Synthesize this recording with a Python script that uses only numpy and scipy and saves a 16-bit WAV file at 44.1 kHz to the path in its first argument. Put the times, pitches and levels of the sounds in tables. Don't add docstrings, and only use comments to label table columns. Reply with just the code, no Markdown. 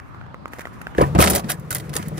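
import sys
import numpy as np
from scipy import signal
from scipy.fft import rfft, irfft
from scipy.io import wavfile
from scipy.ndimage import uniform_filter1d

SR = 44100
rng = np.random.default_rng(int(sys.argv[2]) if len(sys.argv) > 2 else 0)


def to_linear_factor(level_db):
    exponent = np.asarray(level_db, float) / 20
    return 10 ** exponent


def bounce(signal):
    frames = np.transpose(np.atleast_2d(signal))
    limited = np.clip(frames, -1, 1)
    pcm = np.round(limited * 32767).astype(np.int16)
    wavfile.write(sys.argv[1], SR, pcm)


N = 96799
t = np.arange(N) / SR
bins_hz = np.arange(N // 2 + 1) * SR / N + 1e-3

# [f/Hz, level/dB, t60/s]
TUB_MODES = [(77.6, -9, 0.59), (106.5, -2, 0.16), (140, 4, 0.1), (155, -14, 0.088), (184.3, -9, 0.21),
             (213.4, 6, 0.038), (285, -4.5, 0.05), (327.6, 0.5, 0.07), (332, -4.5, 0.03), (416.6, 7, 0.026),
             (492, -4.5, 0.059), (563, -3.5, 0.12), (690, 1.5, 0.049), (754, -13, 0.22)]
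# [f/Hz, level/dB, t60/s]
BAR_MODES = [(876, 0.5, 0.025), (986, -1, 0.096), (1120, -6, 0.18), (1400, -25, 0.014), (1523, -15, 0.13),
             (1680, 3, 0.0061), (2160, 3, 0.0047), (2220, -25, 0.029)]


def on_log(points):
    p = np.array(points, float)
    return np.interp(np.log(bins_hz), np.log(p[:, 0]), p[:, 1])


def unit(x):
    return x / np.sqrt(np.mean(x ** 2))


def since(start_s):
    return np.clip(t - start_s, 0, None)


def decay(u, t60_s):
    return np.exp(-np.log(1000) * u / t60_s)


def curve(rows):
    r = np.array(rows, float)
    return to_linear_factor(np.interp(t, r[:, 0], r[:, 1], left=-90 if r[0, 0] > .5 else None))


def colour(x, points):
    cepstrum = irfft(on_log(points) * np.log(10) / 20, N)
    cepstrum[1:N // 2] *= 2
    cepstrum[N // 2 + 1:] = 0
    h = np.exp(rfft(cepstrum))
    return irfft(rfft(x, N) * h / np.sqrt(np.mean(np.abs(h) ** 2)), N)


def walk(rate_hz):
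    k = int(SR / rate_hz)
    steps = np.repeat(rng.standard_normal(N // k + 1), k)
    return unit(uniform_filter1d(uniform_filter1d(steps, k), k)[:N])


def grains(rough_db):
    size_db = rough_db * np.repeat(rng.exponential(size=N // 8 + 1), 8)[:N]
    return unit(rng.standard_normal(N) * to_linear_factor(size_db))


def port_phase(hz):
    # [f/Hz, lead/rad]
    lead_rows = [(0, -.8), (150, -.5), (400, -.7), (700, -1.7), (1120, -3), (1900, -6.3), (4500, -7.5),
                 (6800, -8), (8000, -10.3), (9500, -11.4), (11800, -13.8), (13300, -17.6), (14200, -18.8),
                 (16000, -22)]
    p = np.array(lead_rows, float)
    return np.interp(hz, p[:, 0], p[:, 1])


def ports(x, own):
    # [f/Hz, level/dB]
    scatter_rows = [(500, -8), (2000, -2), (8000, 2), (12500, -24)]
    left = irfft(rfft(x) * np.exp(1j * port_phase(bins_hz)), N)
    scattered = irfft(rfft([own, np.roll(own, 70)]) * to_linear_factor(on_log(scatter_rows)), N)
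    return np.array([left, x]) + scattered


def ring(x, modes):
    out = np.zeros((2, N))
    for (hz, db, t60_s), chance in zip(modes, rng.standard_normal(len(modes))):
        pole = np.exp(2j * np.pi * hz / SR - np.log(1000) / (t60_s * SR))
        z = signal.lfilter([to_linear_factor(db)], [1, -pole], x)
        lead = port_phase(hz) + chance * min(hz / 3500, 1)
        out += np.array([np.imag(z * np.exp(1j * lead)), np.imag(z)])
    return out


def shower_level():
    # [t/s, level/dB]
    shower_rows = [
        (1.18, -34),
        (1.192, -30),
        (1.33, -34),
        (1.37, -34),
        (1.40, -52),
        (1.42, -93),
        (1.482, -53.5),
        (1.498, -44),
        (1.55, -90),
    ]
    return curve(shower_rows) * (t < 1.55)


def knocks():
    # [t/s, peak/dB, struck f/Hz, brightness/dB]
    knock_rows = [(0.952, -27.5, 308, -11), (.983, 5, 478, -26), (0.998, -7.5, 212, -22),
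                  (1.010, 1, 481, -23.5), (1.022, 0, 287, -19.5), (1.036, -21.5, 606, -7.5),
                  (1.059, -9, 140, -47), (1.151, -8, 513, -14), (1.159, -0.5, 169, -24),
                  (1.189, 1.5, 265.5, -15), (1.197, -9.5, 197, -18.5), (1.205, -14, 396, -6.5),
                  (1.319, -7.5, 70.7, -38), (1.438, -10, 193, -28.5), (1.958, -20, 413, -13),
                  (1.995, -13.5, 207, -23), (2.069, -12.5, 203, -48), (2.119, -18, 163, -26)]
    push_cycles, rattle_s = 3.03, 0.0085
    push, tick = np.zeros(N), np.zeros(N)
    for s, db, hz, bright_db in knock_rows:
        u = np.clip((t - s) * hz / push_cycles, 0, 1)
        window = np.sin(np.pi * u) ** 2
        push += to_linear_factor(db) * window * np.sin(2 * np.pi * push_cycles * u) / window.sum()
        tick += to_linear_factor(db + bright_db) * (t > s - .0015) * np.exp(-np.abs(t - s) / rattle_s)
    rattle = uniform_filter1d(tick * grains(1.5), size=8)
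    drum = shower_level() * to_linear_factor(-19) * grains(3.04)
    tub = 0.5 * ring(push + 0.12 * rattle, TUB_MODES) + ring(drum, TUB_MODES[8:])
    return tub + 0.074 * ring(rattle, BAR_MODES)


def patchy(x):
    lows = [0]
    for edge_hz in (1500, 2600, 4200, 6300, 8500, 11000):
        lows.append(signal.sosfilt(signal.butter(2, edge_hz, fs=SR, output="sos"), x))
    lows.append(x)
    return sum((b - a) * to_linear_factor(3 * walk(150) - 1) for a, b in zip(lows, lows[1:]))


def nails():
    # [t/s, peak/dB, brightness/dB]
    bunch_rows = [(0.9802, -24.5, -18), (1.0126, -12.5, 1), (1.149, -22.5, -20), (1.1872, -8, -2),
                  (1.195, -18, 18), (1.2022, -6.5, -4), (1.2116, -1.5, 5), (1.218, -9, -6),
                  (1.2235, -2.5, -8.5), (1.239, -4, -8), (1.259, -13.5, -16.5), (1.272, -2, -6),
                  (1.2983, -4, 14.5), (1.303, -21, -12), (1.332, -17.5, -9), (1.349, -4.5, 7.5),
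                  (1.358, -6, 0.5), (1.3779, -16.5, -6), (1.394, -24.5, -10), (1.442, -37, -25),
                  (1.4853, -29, -3), (1.49, -24, -9), (1.496, -15.5, -7), (1.5004, -7.5, 2.5),
                  (1.505, -17, 10), (1.5162, -11.5, 3), (1.5957, -35.5, 10), (1.7051, -9, 10.5),
                  (1.714, -23, -9), (1.7258, -13, 1), (1.7474, -10, 9), (1.7536, -14.5, 4),
                  (1.765, -27, -7), (1.782, -21.5, 1), (1.797, -24, 3), (1.804, -37, -3),
                  (1.893, -30, -10.5), (1.9303, -22.5, -6), (1.937, -17.5, 1), (1.9529, -14.5, -1),
                  (1.964, -7, 2), (2.025, -25.5, -11), (2.0814, -24.5, 4), (2.172, -28.5, -6),
                  (2.178, -22.5, -11.5)]
    # [f/Hz, density/(dB per Hz)]
    steel_rows = [(350, -47), (600, 6.5), (1390, -1), (3710, -7.5), (4090, -7), (6580, -9), (7330, -7),
                  (10600, -4), (15500, -7.5)]
    nail_db, ping_db, tail_db = -8, -12, -8
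    rise_s, bunch_s, ping_t60_s, tail_t60_s = .0005, 0.0022, 0.048, 0.072
    split_hz = 7240
    low = shower_level() * to_linear_factor(2.6 * walk(90))
    high, pings = low.copy(), np.zeros(N)
    for (s, db, bright_db), ping_hz in zip(bunch_rows, rng.uniform(3500, 14500, (len(bunch_rows), 2))):
        u = since(s)
        rise = to_linear_factor(db + nail_db) * (1 - np.exp(-u / rise_s) * (1 + u / rise_s))
        env = rise * (np.exp(-u / bunch_s) + to_linear_factor(tail_db) * decay(u, tail_t60_s))
        low = low + env * to_linear_factor(-bright_db / 2)
        high = high + env * to_linear_factor(bright_db / 2)
        tones = np.sin(2 * np.pi * ping_hz[:, None] * u).sum(0)
        pings += rise * to_linear_factor(ping_db) * decay(u, ping_t60_s) * tones
    low_share = 1 / (1 + (bins_hz / split_hz) ** 4)

    def steel(clicks):
        mixed = rfft(low * clicks) * low_share + rfft(high * clicks) * (1 - low_share)
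        return colour(irfft(mixed, N), steel_rows)

    clicks, own_clicks = grains(1.8), grains(2.2)
    hits, scatter = steel(clicks), steel(own_clicks)
    sheet = to_linear_factor(-26.5) * ring(low * clicks, TUB_MODES[7:]) + to_linear_factor(-9.5) * ring(low * clicks, BAR_MODES)
    return ports(patchy(hits) + pings, patchy(scatter)) + 0.096 * sheet


def clanks():
    # [t/s, peak/dB, f/Hz]
    clank_rows = [(.983, -9, 560), (1.011, -8.5, 524), (1.195, -7.5, 543), (1.222, -13, 648),
                  (.982, -13, 1696), (.983, -33, 1130), (1.008, -17, 1630), (1.016, -9, 1050),
                  (1.021, -14, 1214), (1.037, -20, 1805), (1.187, -3.5, 1207), (1.191, -20, 1560),
                  (1.203, -5, 2530), (1.226, -31, 2050), (1.222, -8, 1290), (1.276, -34, 1940),
                  (1.363, -27, 1550), (1.491, -24.5, 1512), (1.5, -16, 1523), (1.515, -45, 565),
                  (1.527, -29, 1720), (1.544, -36, 1690), (1.709, -19, 1477), (1.708, -29, 4100),
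                  (1.721, -32, 1360), (1.755, -22.5, 2026), (1.768, -28, 1990), (1.756, -33, 454),
                  (1.955, -28, 444), (1.8, -32.5, 2030), (1.962, -33, 1810)]
    rise_s, t60_cycles, longest_t60_s = 0.0018, 58, 0.054
    out = np.zeros(N)
    for (s, db, hz), split in zip(clank_rows, rng.uniform(.02, .06, len(clank_rows))):
        u = since(s)
        pair = np.sin(2 * np.pi * hz * u) + 0.41 * np.sin(2 * np.pi * hz * (1 + split) * u)
        env = (1 - np.exp(-u / rise_s)) * decay(u, min(t60_cycles / hz, longest_t60_s))
        out += to_linear_factor(db) * env * pair
    return ports(out, 0.46 * np.roll(out, shift=25))


def rocking():
    # [t/s, level/dB, boom f/Hz]
    rocking_rows = [(.96, -50, 140), (1.06, -25, 140), (1.14, -29.5, 147.6), (1.22, -22, 182.8),
                    (1.36, -29, 189.7), (1.416, -35.5, 165.3), (1.452, -29.5, 192), (1.49, -31.5, 155.1),
                    (1.568, -37, 150.3), (1.67, -36.5, 150.6), (1.71, -34.5, 107), (1.776, -34, 143.7),
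                    (1.8, -36, 132.2), (1.84, -34.5, 158.9), (1.956, -32.5, 147.3), (2.03, -37, 154.6),
                    (2.104, -32, 155), (2.19, -31.5, 156)]
    r = np.array(rocking_rows, float)
    k = int(.008 * SR)
    re, im = (unit(uniform_filter1d(uniform_filter1d(rng.standard_normal(N), k), k)) for _ in range(2))
    phase = 2 * np.pi * np.cumsum(np.interp(t, r[:, 0], r[:, 2])) / SR
    boom = []
    for lead_rad in (-.5, 0):
        p = phase + lead_rad
        boom.append((.65 * re + .85) * np.cos(p) + .65 * im * np.sin(p))
    murmur = 0.012 * ring(rng.standard_normal(N), TUB_MODES[:11])
    return curve(rocking_rows) * to_linear_factor(1.5) * (np.array(boom) + murmur)


def gravel():
    # [t/s, peak/dB, f/Hz, treble/dB]
    tick_rows = [(0.146, -23, 1100, -76), (0.213, -23, 1400, -84), (0.265, -24, 1050, -80),
                 (0.344, -16, 1140, -65), (0.457, -11.5, 1200, -69), (0.479, -25.5, 1000, -53.5),
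                 (0.536, -23, 500, -82), (0.534, -16.5, 1830, -50.5), (0.585, -21.5, 547, -49),
                 (0.593, -17.5, 563, -42), (0.607, -32, 3480, -47), (0.615, -21, 1710, -50),
                 (0.655, -21, 614, -54), (0.654, -15, 1910, -80), (0.671, -16.5, 1270, -59),
                 (0.815, -19, 1520, -44.5), (0.869, -9, 1550, -61), (0.949, -19, 1720, -60)]
    # [t/s, level/dB]
    slide_rows = [(0, -65), (.44, -85), (.516, -61), (.522, -49.5), (.64, -54.5), (.70, -58), (.96, -60.5),
                  (.985, -37.5), (1.05, -43.5), (1.13, -72), (1.42, -53), (1.68, -60.5), (1.72, -74),
                  (1.83, -51.5), (1.92, -57), (2.0, -43), (2.12, -60.5), (2.19, -42)]
    # [f/Hz, density/(dB per Hz)]
    grit_rows = [(710, -68), (1200, -2), (2040, -2.5), (3360, -20.5), (12300, -17.5), (14200, -20),
                 (16000, -20)]
    rise_s, body_t60_s, grit_t60_s = .0003, .0075, 0.022
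    body, grit = np.zeros(N), np.zeros(N)
    rough = 1 + 0.19 * unit(uniform_filter1d(rng.standard_normal(N), size=20))
    for s, db, hz, treble_db in tick_rows:
        u = since(s)
        tones = np.sin(2 * np.pi * hz * u) * rough
        tones += .35 * np.sin(2 * np.pi * .5 * hz * u) + .25 * np.sin(2 * np.pi * 1.6 * hz * u)
        body += to_linear_factor(db) * (1 - np.exp(-u / rise_s)) * decay(u, body_t60_s) * tones
        grit += (u > 0) * to_linear_factor(treble_db + 11.5) * decay(u, grit_t60_s)
    grit = grit + curve(slide_rows) * to_linear_factor(0.5 + 2.4 * walk(70))
    heard, own = (colour(grit * grains(1.6), grit_rows) for _ in range(2))
    return ports(heard, own) + np.array([np.roll(body, shift=6), body])


def yard():
    # [f/Hz, density/(dB per Hz)]
    yard_rows = [(15, -53), (25, 2), (120, 3.5), (416, -11.5), (1260, -9), (2000, -21), (12500, -56),
                 (14000, -47), (16000, -77)]
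    # [f/Hz, share/0-1]
    alike_rows = [(60, 0), (250, 0), (600, 0), (1500, 0)]
    spec = rfft(rng.standard_normal((2, N))) * to_linear_factor(on_log(yard_rows))
    alike = np.clip(on_log(alike_rows), 0, 1)
    spec *= np.sqrt(np.array([1 + alike, 1 - alike]))
    out = 0
    for hz in 25 * 2 ** np.arange(0, 9.6, .5):
        band = np.cos(np.pi * np.clip(np.log2(bins_hz / hz), -.5, .5)) ** 2
        out = out + irfft(spec * band, N) * to_linear_factor(2.2 * walk(9))
    return unit(np.array([out[0] + out[1], out[0] - out[1]])) * to_linear_factor(-41)


def scene():
    # [t/s, gain/dB]
    duck_rows = [
        (0, 1.5),
        (.75, 1.5),
        (.95, 4.5),
        (1.5, 0),
        (1.62, -3),
        (1.9, -1),
        (2.19, -3),
    ]
    return knocks() + nails() + clanks() + rocking() + gravel() + yard() * curve(duck_rows)


def low_pass(x):
    return signal.sosfilt(signal.butter(12, 16520, fs=SR, output="sos"), x)


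def record(dry):
    left_db = on_log([(200, 3), (1300, -2.5)])
    low_cut = bins_hz ** 6 / (bins_hz ** 6 + 46 ** 6)
    x = irfft(rfft(dry) * low_cut * to_linear_factor(np.array([left_db, -left_db]) / 2), N)
    x = signal.sosfilt(signal.ellip(8, .2, 60, 16000, fs=SR, output="sos"), np.tanh(x))
    return low_pass(x)


dry = scene()
out = record(dry)
bounce(out)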